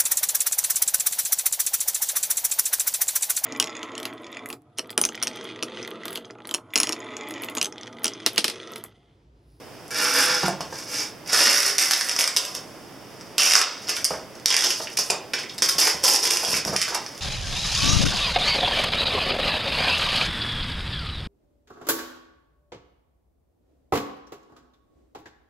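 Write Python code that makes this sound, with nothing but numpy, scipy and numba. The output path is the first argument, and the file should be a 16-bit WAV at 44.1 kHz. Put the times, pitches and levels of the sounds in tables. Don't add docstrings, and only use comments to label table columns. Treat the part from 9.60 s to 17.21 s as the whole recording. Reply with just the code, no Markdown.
import sys
import numpy as np
from scipy import signal
from scipy.fft import rfft, irfft
from scipy.io import wavfile
from scipy.ndimage import uniform_filter1d
from numba import njit

SR = 44100
rng = np.random.default_rng(int(sys.argv[2]) if len(sys.argv) > 2 else 0)


def digitize_waveform(pressure):
    field = np.atleast_2d(pressure).T
    bounded = np.clip(field, -1, 1)
    quanta = np.round(bounded * 32767).astype(np.int16)
    wavfile.write(sys.argv[1], SR, quanta)


def boost(x):
    u = np.asarray(x, float) / 20
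    return 10 ** u


N = 335477
TIME = np.arange(N) / SR
GAIN_TOP_DB, GAIN_RATIO = -25, 2.0


def unit(x):
    return x / np.sqrt(np.mean(x ** 2))


def colour(x, points):
    hz, db = np.transpose(points)
    log_hz = np.log(np.fft.rfftfreq(4096, 1 / SR) + 1)
    cepstrum = irfft(np.interp(log_hz, np.log(hz), db) * np.log(10) / 20)
    cepstrum[1:2048] *= 2
    cepstrum[2049:] = 0
    impulse = irfft(np.exp(rfft(cepstrum)))
    return signal.fftconvolve(x, impulse)[:len(x)]


def band(x, lo_hz, hi_hz, order=2):
    edges_hz = [lo_hz, min(hi_hz, .45 * SR)]
    return signal.sosfilt(signal.butter(order, edges_hz, "band", fs=SR, output="sos"), x)


@njit
def ring(x, hz, width_hz):
    y, b, l = np.empty(len(x)), 0., 0.
    for i in range(len(x)):
        g, k = np.tan(np.pi * hz[i] / SR), width_hz / hz[i]
        v = (b + g * (x[i] - l)) / (1 + g * (g + k))
        b, l = 2 * v - b, l + 2 * g * v
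        y[i] = k * v
    return y


def ring_at(x, hz, width_hz):
    return ring(x, np.full(len(x), 1. * hz), 1. * width_hz)


def body(x, modes):
    return sum((-1) ** k * boost(db) * ring_at(x, hz, width_hz) for k, (hz, width_hz, db) in enumerate(modes))


def add(track, s, sound):
    i = int(s * SR)
    track[i:i + len(sound)] += sound[:len(track) - i]


# f/Hz, level/dB
PORT = [(20, 12), (200, 2.5), (3300, 6), (3800, 6.5), (4050, -2.5), (4300, 7.5), (5200, 20), (6000, 14),
        (7000, 8), (10500, 7), (13000, 0.5), (15600, -16), (15900, -17), (17500, -27)]


def port(x):
    return colour(x, PORT)


def heard(x):
    return x / np.std(port(x))


@njit
def follow(x, attack, release):
    y, e = np.empty(len(x)), 1e-4
    for i in range(len(x)):
        e += (x[i] - e) * (attack if x[i] > e else release)
        y[i] = e
    return y


def at_source(db):
    return db + (GAIN_RATIO - 1) * np.maximum(db - GAIN_TOP_DB, 0)


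# f/Hz, density/dB per Hz
HUM = [(30, -20), (60, -12.5), (120, 2.5), (300, 5.5), (600, 2), (1200, -6), (3000, -13.5), (6000, -25.5),
       (15500, -23.5)]


def hum():
    hum_db, mains_db, mains_hz = -47.5, -64, 119.7
    mid, side = (unit(colour(rng.standard_normal(N), HUM)) * boost(hum_db) for _ in range(2))
    mid = mid + boost(mains_db) * np.sin(2 * np.pi * mains_hz * TIME)
    return mid, colour(side, [(50, -1.0), (200, -9.5), (2000, -9.0), (10000, -4.0)])


# t/s, f/Hz, level/dB, t60/s
PINGS = [
    (6.026, 1023, -41, 0.4),
    (6.03, 392, -35, 0.46),
    (6.06, 1093, -38, 1.0),
    (2.06, 400, -40, .8),
    (2.18, 330, -42, .6),
    (7.35, 820, -36, .15),
    (6.187, 588, -36, 0.8),
]


def pings():
    out, t = np.zeros(N), TIME[:SR // 2]
    fade_out = np.hanning(SR)[SR // 2:]
    for s, hz, db, t60 in PINGS:
        add(out, s, boost(db - 60 * t / t60) * np.sin(2 * np.pi * hz * t) * fade_out)
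    return out


# f/Hz, width/Hz, level/dB
TABLE = [(73.4, 5.3, 3), (147, 15.3, 6), (194.6, 18, 4.5), (298, 116, -1.5), (695, 350, -5),
         (1140, 250, -10)]
# t/s, peak level/dB, f/Hz, share of table boom/0-1
KNOCKS = [(.70, -20, 490, 0.28), (.831, -9, 890, 0.4), (.836, -12, 378, 0.47), (0.8795, -8, 900, 0.3),
          (0.885, -15, 400, 0.5), (1.004, -23, 754, .4), (1.124, -23, 700, 0.14), (4.504, -9, 600, 0.15),
          (5.197, -20, 700, 0.02), (5.383, -19.5, 510, 0.25), (5.499, -10, 576, 0.15),
          (5.515, -14, 800, 0.1), (5.535, -18, 600, 0.2), (4.535, -22, 800, .1), (6.061, -29, 1020, .7),
          (6.149, -23, 1110, 0.7), (6.34, -23, 200, 0.83), (6.828, -17, 740, 0), (6.96, -21, 950, 0.3),
          (6.878, -22, 560, 0.6), (6.93, -17, 1020, 0.52), (7.056, -22.5, 294, 1),
          (7.074, -19.5, 560, 0.44), (7.088, -21, 200, 0.7), (7.126, -19.5, 545, 0.35),
          (7.135, -18, 1110, 0.35), (7.155, -20, 400, 0.6), (7.276, -25, 570, .16), (7.3, -25, 450, .1),
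          (7.318, -24, 1100, .1), (7.347, -17, 820, 0)]


def knocks():
    knife_end_s = 1.5
    out, push, t = np.zeros(N), np.zeros(6000), TIME[:6000]
    push[:30] = np.hanning(30)
    table = body(push, TABLE)
    for (s, db, hz, boom), noise in zip(KNOCKS, rng.standard_normal((len(KNOCKS), len(t)))):
        rub_s, hardness = (0.0036, 0.69) if s < knife_end_s else (0.0087, 0.22)
        rub = band(noise * np.exp(-t / rub_s) * np.minimum(t / (0.34 * rub_s), 1), 250, 1460)
        tap = ring_at(push, hz, hz / 2)
        note = ring_at(rub, hz, hz * .6) + .3 * rub
        top = hardness * tap / np.abs(tap).max() + 0.64 * note / np.abs(note).max()
        boom = np.clip(boom, 0, 1)
        knock = boom * table / np.abs(table).max() + (1 - boom) * top
        add(out, s + 0.002, boost(db - 0.5) * knock)
    return out


# t/s, peak level/dB, f/Hz, length/s
POPS = [(5.271, -20, 2460, 0.0029), (5.5, -11, 2600, 0.0026), (5.7348, -11, 2400, 0.0026),
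        (5.740, -11.5, 2100, 0.0027), (5.782, -18, 2830, 0.0033), (5.8365, -24, 2210, 0.0035),
        (5.895, -27, 3160, 0.0033), (4.911, -5, 3100, 0.0053), (4.928, -21, 2700, .005),
        (4.971, -10, 2200, 0.0074), (5.039, -15, 3400, 0.0088), (6.94, -10.5, 2200, .006),
        (7.16, -15, 2300, 0.011), (7.28, -17.5, 1440, 0.0043), (1.011, -28, 2870, 0.0053),
        (4.37, -19, 1800, .006), (4.27, -36, 4800, .004)]


def pops():
    out, t = np.zeros(N), TIME[:1800]
    for (s, db, hz, length_s), noise in zip(POPS, rng.standard_normal((len(POPS), len(t)))):
        puff = noise * np.minimum(t / 0.00035, 1) * np.exp(-t / length_s)
        pop = ring_at(ring_at(puff, hz, 1300), hz, 1500)
        add(out, s, boost(db - 6.5) * pop / np.abs(pop).max())
    return out


# t/s, peak level/dB
THREADS = [(0.2803, -31), (0.314, -23), (0.3626, -28), (0.375, -23), (0.3866, -17), (0.418, -19),
           (0.5133, -25), (0.525, -20), (0.541, -11), (0.5657, -10), (0.615, -13), (0.628, -13),
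           (0.639, -19), (0.6839, -13), (0.746, -15), (0.8824, -9.5), (0.889, -17), (1.6743, -30),
           (1.7315, -8), (1.7636, -11), (1.8405, -14), (1.9765, -11), (2.0036, -14), (5.335, -32),
           (5.39, -18), (5.506, -8), (5.9415, -33), (5.946, -32)]


def threads():
    out, t = np.zeros(N), TIME[:1800]
    decay = np.exp(-t / 0.00039) + 0.13 * np.exp(-t / 0.0065)
    for (s, db), noise in zip(THREADS, rng.standard_normal((len(THREADS), len(t)))):
        tick = band(noise * decay, 7300, 17000)
        add(out, s, boost(db - 3.5) * tick / np.abs(tick).max())
    return out


# t/s, peak level/dB, tape ring
# f/Hz
SNAPS = [(0.567, -15, 1290), (0.658, -10.5, 1270), (0.7464, -16, 2410), (1.0077, -19, 1140),
         (1.188, -24.5, 1790), (1.7344, -9, 2580), (2.0314, -8, 1850), (2.0834, -26, 1570),
         (2.1827, -1, 3270), (2.189, -10, 2280), (2.2119, -13, 2250), (2.2368, -8, 2070), (2.311, -3, 2310),
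         (2.3359, -3.5, 3950), (2.4111, -4.5, 1960), (2.488, -9.5, 2420), (2.495, -6.5, 2120),
         (2.514, -12, 2200), (2.5644, -8.5, 1370), (2.5908, -8, 2820), (2.6043, -16, 3510),
         (2.61, -6, 3580), (2.6165, -4.5, 3570), (2.632, -14, 2410), (2.6415, -3, 1940), (2.677, -2, 1980),
         (2.765, -1, 3700), (2.7709, 1, 3950), (2.775, -11, 3100), (2.8515, -10.5, 3550),
         (2.951, -16, 3840), (2.9574, -28, 1140), (3.6111, -30, 2000), (3.67, -41, 2000), (3.782, -2, 3400),
         (3.8044, -10, 2660), (3.8214, -5.5, 2800), (3.8344, -9, 2710), (3.8565, -9, 2990),
         (3.864, -11, 3000), (3.8725, -11, 2800), (3.9005, -9, 2130), (3.9104, -3.5, 2300),
         (3.9225, 0, 2030), (3.9367, 5, 2560), (3.9465, -5, 1750), (3.9541, 7, 1510), (3.9639, 1.5, 1440),
         (3.992, -1.5, 2400), (4.0151, 1, 1320), (4.2861, -20, 3790), (4.2976, -14, 2600),
         (4.3665, -15, 3600), (4.445, -2, 9700), (4.4513, -6, 9500), (4.8594, 2.5, 3730),
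         (4.8828, -7, 3840), (4.9047, -3.5, 3400), (4.9262, -6, 2560),
         (4.9432, 0.5, 2390), (4.9664, 1, 2370), (4.979, -5.5, 2370), (4.991, -4, 3530),
              (5.0086, -7, 3540), (5.0231, -8, 2130), (5.0395, -10, 3490), (5.1052, -10, 2820),
              (5.11, -13, 2980), (5.3732, -8.5, 2840), (5.3773, -9, 3230), (5.3948, -21, 2600),
              (5.502, -5, 2600), (5.5058, -1, 3320), (5.7353, -20, 2580), (5.7401, -22, 2540),
              (5.833, -25, 2330), (5.8945, -40, 3450), (5.9815, -19, 3650), (5.986, -20, 3580),
              (6.0254, -17, 3700), (6.0887, -15, 3620), (6.094, -24, 3500), (6.1158, -17, 3320),
              (6.1828, -10, 3700), (6.1869, -11, 3520), (6.1976, -15, 3630), (6.203, -13, 3360),
              (6.2238, -14, 3500), (6.2713, -7, 2190), (6.2766, -10, 1600), (6.2826, -21, 2110),
              (6.2997, -10, 2200), (6.434, -17, 1570), (6.4421, -11, 2600), (6.4807, -9, 2600),
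              (6.5617, -2.5, 3400), (6.6407, -14, 3700), (6.6534, -9, 2730), (6.67, -14, 3450),
              (6.675, -11, 3520), (6.706, -11, 2630), (6.7093, -6.5, 3640), (6.7716, -5, 2650),
              (6.8494, -7, 3340), (6.9426, -15, 2630), (6.9675, -15, 2300), (7, -26, 2400),
              (7.1642, -4.5, 2500), (7.179, -26, 2300), (7.2161, -6.5, 1900), (7.2207, -14, 1850),
              (7.2276, -8, 2560), (7.342, -27, 1120), (7.3478, -20, 1120), (7.3554, -29, 1890),
              (7.4638, -21.5, 1130), (7.5785, -26.5, 3340)]


def snaps(lift_db):
    snap_db, ring_width_hz, ring_gain = 4, 770, 2.16
    after_db, after_s = -22.5, 0.0061
    out, t, rows = np.zeros(N), TIME[:1500], SNAPS
    tears = rng.standard_normal((len(rows), len(t)))
    for (s, db, hz), noise in zip(rows, tears):
        click = .12 * noise * (t / .0004) * np.exp(1 - t / .0004)
        click += boost(after_db) * noise * np.exp(-t / after_s) * (t > .0007)
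        click[30] += 1
        tape = ring_at(click, hz, ring_width_hz)
        crack = band(click, 1100, 4.5 * hz, order=1)
        crack = band(crack, .6 * hz, 16000, order=1) + ring_gain * tape
        crack /= np.abs(port(crack)).max()
        lift = lift_db[int((s - .002) * SR)]
        add(out, s - .0009, boost(db + snap_db + lift) * crack)
    return out


def slips(rate_hz, scatter_db):
    when, size = rng.random(N), np.minimum(rng.exponential(size=N), 3.5)
    starts = (when < rate_hz / SR) * boost(scatter_db * size)
    return signal.lfilter([1], [1, -np.exp(-1 / (0.0012 * SR))], starts) * rng.standard_normal(N)


# f/Hz, width/Hz, level/dB
TANK_FRONT = [(296, 20, -5), (497.5, 10, 1.5), (640, 28, -10.5), (831, 9.1, 1), (1028, 6.2, 4),
              (1140, 14, -9), (1390, 20, 7.5), (1650, 8.9, 4), (1750, 11, -2.5), (2130, 20, -9),
              (2300, 68, -14.5), (2560, 38, -11), (2852, 42, -13.5), (3400, 17, -9)]
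# f/Hz, width/Hz, level/dB
TANK_MIDDLE = [(305, 25, -11), (400, 22, -3.5), (559, 58, -3.5), (753, 43, -1.5), (1007, 39, 5.5),
               (1220, 82, -3), (1436, 22, 7.5), (1600, 52, 0.5), (1745, 25, -7), (2000, 23, 2.5),
               (2203, 24, -8.5), (2540, 18, 2.5), (2820, 55, -10)]
# f/Hz, width/Hz, level/dB
TANK_REAR = [(350, 190, 0.5), (541, 36, 10), (780, 140, 4.5), (1020, 33, 10.5), (1730, 5.8, -60)]


def tank(x):
    middle_s, rear_s = 1.6, 4.6
    front, middle, rear = (heard(body(x, modes)) for modes in (TANK_FRONT, TANK_MIDDLE, TANK_REAR))
    shell = np.where(TIME < middle_s, front, np.where(TIME < rear_s, middle, rear))
    dense_modes = heard(band(x, 205, 910))
    return shell + np.where(TIME < middle_s, .16, .29) * dense_modes


# t/s, hold/s, crackle level/dB, fade/dB per s, tape ring f/Hz
TUGS = [(1.007, 0.0023, -40, 150, 2530), (2.183, 0.0065, -19, 42, 2000), (2.309, 0.0049, -21.5, 52.5, 1930),
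        (2.588, 0.015, -20.5, 132, 2400), (2.766, 0.0099, -21, 145, 2950), (2.945, 0.022, -34.5, 389, 3240),
        (4.447, 0.0064, -19.5, 400, 2200), (5.37, 0.0055, -25.5, 400, 2780),
        (5.387, 0.0091, -18.5, 269, 2770), (4.357, 0.012, -29, 204, 2520), (5.502, 0.0018, -28, 494, 2630),
        (5.737, 0.0013, -29, 354, 2300), (5.783, 0.0084, -34.5, 300, 2800), (5.985, 0.0037, -38, 800, 3000),
        (6.022, 0.0017, -16, 200, 3500), (6.044, .004, -24, 200, 3000), (6.427, .003, -37, 298, 1600),
        (6.087, .004, -18, 250, 3340), (6.109, 0.0036, -23, 177, 3280), (6.184, 0.03, -17.5, 400, 2850),
        (6.216, 0.061, -19, 250, 2300), (6.27, 0.04, -24.5, 140, 1900), (6.438, 0.11, -16.5, 205, 3470),
        (7.167, 0.062, -26, 145, 2200)]
# t/s, crackle level/dB, tape ring f/Hz
DRAGS = [
    [(0.306, -40, 1880), (0.314, -36.5, 1750), (0.441, -22, 1600), (0.527, -26, 1450), (0.583, -20.5, 1520),
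     (0.74, -25, 1600), (0.75, -24.5, 1600), (0.813, -31, 1600), (0.865, -24.5, 1460), (0.98, -53, 1440)],
    [(1.09, -61, 1720), (1.104, -52, 1490), (1.138, -36.5, 1560), (1.17, -38, 2150), (1.196, -36, 2220),
     (1.252, -43, 2020), (1.346, -28.5, 2560), (1.418, -29, 2630), (1.52, -52, 2080)],
    [(1.66, -43, 1980), (1.68, -35, 2240), (1.728, -24.5, 2040), (1.734, -18.5, 1720), (1.814, -17.5, 1620),
     (1.886, -18, 2060), (2.098, -21.5, 1790), (2.17, -31.5, 1860)],
    [(6.59, -22, 2470), (6.62, -24.5, 2580), (6.63, -18, 2620), (6.701, -25, 2600), (6.706, -18.5, 2720),
     (6.83, -25.5, 2540), (6.862, -25, 2670), (6.976, -21.5, 2430), (7.05, -58, 2220)],
]
# t/s, crackle level/dB, tape ring f/Hz
FURTHER_DRAGS = [
    [(3.5, -58, 2110), (3.624, -60, 2050), (3.634, -63, 1800), (3.758, -66, 2100), (3.77, -64, 1960)],
    [(4.15, -62, 1690), (4.248, -40, 2140), (4.258, -58, 2670), (4.294, -21, 2700), (4.43, -54, 2050)],
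    [(4.5, -24.5, 1560), (4.738, -83, 2040), (4.754, -44, 2100), (4.792, -71, 2180), (4.8, -40, 2140)],
    [(5.17, -34, 2690), (5.232, -28.5, 1910), (5.26, -45, 2560), (5.342, -39, 2350), (5.36, -53, 2270)],
    [(5.82, -53, 2320), (5.832, -55, 2280), (5.876, -74, 2230), (5.894, -44, 2310), (5.97, -54, 2030)],
    [(7.05, -19.5, 1630), (7.058, -41, 1580), (7.076, -26, 1580), (7.112, -38, 1510), (7.155, -31, 1450)],
    [(7.28, -24.5, 1410), (7.338, -46, 1950), (7.348, -20.5, 2100), (7.382, -45, 1960), (7.6, -48.5, 2030)],
]
# t/s, crackle level/dB, tape ring f/Hz, flap level/dB
RIPS = [
    [(3.779, -44, 3100, -7), (3.782, -19.5, 3030, -3), (3.85, -18.5, 2870, -9), (3.915, -19.5, 2720, -9),
     (3.93, -23.5, 1970, -5), (3.975, -18, 1350, -8.5), (4.02, -22.5, 1290, -8), (4.04, -28.5, 1300, -3),
     (4.2, -54, 1290, 13.5)],
    [(4.857, -26.5, 3600, -11), (4.86, -25, 3570, -1), (4.895, -20, 3500, -12), (4.91, -26.5, 3280, 7.5),
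     (4.97, -24, 2150, 4), (5.03, -22, 2080, 3), (5.043, -19, 3520, 2.5), (5.12, -22, 3000, 0.5),
     (5.25, -43, 2800, 14)],
]


def pulls():
    attack_s, cut_db, sag_oct_per_s = .0015, 45, 3.5
    flap_share, flap_late_db = 0.41, -1.5
    parts = []
    for s, hold_s, db, fade, hz in TUGS:
        t = TIME - s
        faded_db = fade * np.maximum(t - hold_s, 0)
        attack = np.clip(t / attack_s + 1, 0, 1)
        power = boost(db - faded_db) ** 2 * attack ** 2 * (faded_db < cut_db)
        late = np.maximum(t, 0)
        sagging_hz = hz * 2 ** (-sag_oct_per_s * np.minimum(late, hold_s))
        parts.append((power, sagging_hz, flap_late_db * np.exp(-late / (flap_share * hold_s))))
    for drag in DRAGS + FURTHER_DRAGS:
        s, db, hz = np.transpose(drag)
        power = boost(np.interp(TIME, s, db, -120, -120)) ** 2
        parts.append((power, np.interp(TIME, s, hz), 0))
    for rip in RIPS:
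        s, db, hz, flap_db = np.transpose(rip)
        power = boost(np.interp(TIME, s, db, -120, -120)) ** 2
        parts.append((power, np.interp(TIME, s, hz), np.interp(TIME, s, flap_db)))
    total = sum(power for power, _, _ in parts) + 1e-12
    tape_hz, lag_db = (sum(part[0] * part[k] for part in parts) / total for k in (1, 2))
    return 10 * np.log10(total), np.clip(tape_hz, 900, 4000), lag_db


# t/s, steel coupling level/dB, loose flap level/dB
FRONT = [(.3, 9.5, 9), (.8, 11, 10), (1.2, 1, 2.5), (1.801, 1.5, 6.5), (2.2, -4.5, 2.5), (2.6, 3, 4.5),
         (3.0, 5, -1), (3.799, 4.5, 10), (4.05, 12, 14), (4.4, -4.5, -1), (4.9, -1.5, 7), (5.3, -18.5, -16),
         (5.6, 11, 18.5), (6.05, -8.5, 0), (6.3, -3.5, 2.5), (6.6, -6, -2), (7.0, -5, 3), (7.4, -19, 6.5)]
# t/s, level/dB
FIZZ = [(.3, 2.5), (.45, 4), (.5, 3.5), (.55, 7.5), (.66, 5), (.72, 0), (.8, 2), (.88, -1.5), (2.5, 3),
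        (4.2, 0), (4.45, 0), (4.8, -3), (5.4, -2.5), (5.55, 16.5), (5.72, 2), (5.95, -7), (6.1, 1.5),
        (7.4, -0.5)]


def peel():
    tape_width_hz, tape_ring, rip_ring = 620, 0.67, 0.9
    fizz_db, shake_db = -4.5, -22.5
    pull_db, tape_hz, lag_db = pulls()
    s, steel_db, flap_db = np.transpose(FRONT)
    tank_db = np.interp(TIME, s, steel_db) + lag_db
    tape_db = np.interp(TIME, s, flap_db) + lag_db

    x = slips(rate_hz=1600, scatter_db=1.0)
    fine = slips(rate_hz=1500, scatter_db=4.5)
    shell = tank(x)
    crackle = heard(band(x, 3100, 7200))
    ripping = sum((TIME > rip[0][0]) & (TIME < rip[-1][0]) for rip in RIPS)
    lifted = np.where(ripping, rip_ring, tape_ring)
    strip = ring(ring(x, tape_hz, tape_width_hz), tape_hz, tape_width_hz)
    sheet = heard(band(x, 1000, 4440) + lifted * strip)
    steel = np.interp(TIME, [.85, 1.1, 7.6], [1.15, .6, .2])
    tape = sheet + steel * band(shell, 1277, 3340)
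    fizz = heard(band(x + .8 * fine, 7000, 16000))
    shake = heard(body(x, TABLE[:2])) * np.interp(TIME, [.45, .65, 1.9, 2.05], [0.47, 0.91, 0.27, 0.16])

    mix = crackle + boost(tape_db - 4.5) * tape
    mix = mix + boost(fizz_db + np.interp(TIME, *np.transpose(FIZZ))) * fizz
    mix = mix + boost(tank_db - 6.0) * band(shell, 263, 1280) + boost(shake_db) * shake
    effort_db = at_source(pull_db)
    lift_db = effort_db - pull_db
    return boost(effort_db - 2.0) * mix + snaps(lift_db) + boost(lift_db) * (pops() + threads())


# f/Hz, t60/s
ROOM = [(200, 0.34), (500, 0.37), (1200, 0.29), (2800, 0.32), (6000, 0.21), (12000, 0.093)]
# f/Hz, level/dB
WIDTH = [(100, -11), (500, -18), (2000, -18), (5000, -12), (10000, -4)]


def room(x):
    echo_s, echo_db, room_db = .0045, -13, -5
    t = TIME[:SR * 2 // 3]
    tails = np.zeros((2, 2, len(t)))
    for hz, t60 in ROOM:
        tails += band(rng.standard_normal(tails.shape), hz / 1.67, hz * 1.463) * boost(-60 * t / t60)
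    tails[0] *= np.clip((t - echo_s) / 0.00056, 0, 1)
    tails[1] *= 1 + 1.94 * np.exp(-t / 0.0021)
    tails *= boost(room_db) / np.sqrt(np.sum(tails[0, 0] ** 2))
    place = 2 * np.pi * .6 * TIME
    moved = x * np.array([np.cos(place), np.sin(place)])
    mid, side = (signal.oaconvolve(moved, tail, axes=1)[:, :N].sum(axis=0) for tail in tails)
    echo = np.roll(x, int(echo_s * SR)) * boost(echo_db)
    return x + echo + mid, colour(side, WIDTH)


def scene():
    left_db = -2
    mid, side = np.add(room(peel() + knocks() + pings()), hum())
    return np.array([(mid + side) * boost(left_db / 2), (mid - side) * boost(-left_db / 2)])


def low_pass(x):
    return signal.sosfilt(signal.butter(12, 16650, fs=SR, output="sos"), x)


def record(dry):
    attack_s, release_s, hiss_db, top_hz = .0015, 0.069, -64.5, 15900
    wet = np.array([port(channel) for channel in dry])
    level = uniform_filter1d(np.abs(wet).mean(axis=0), size=64)
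    loud = follow(level, 1 / (attack_s * SR), 1 / (release_s * SR))
    wet = wet * np.minimum(boost(GAIN_TOP_DB) / loud, 1) ** (1 - 1 / max(GAIN_RATIO, 1))
    wet = wet + boost(hiss_db) * signal.lfilter([1, -2, 1], [1], rng.standard_normal(wet.shape))
    wet = signal.sosfilt(signal.ellip(8, .2, 35, top_hz, fs=SR, output="sos"), wet)
    return low_pass(np.clip(wet, -1, 1))


dry = scene()
out = record(dry)
digitize_waveform(out)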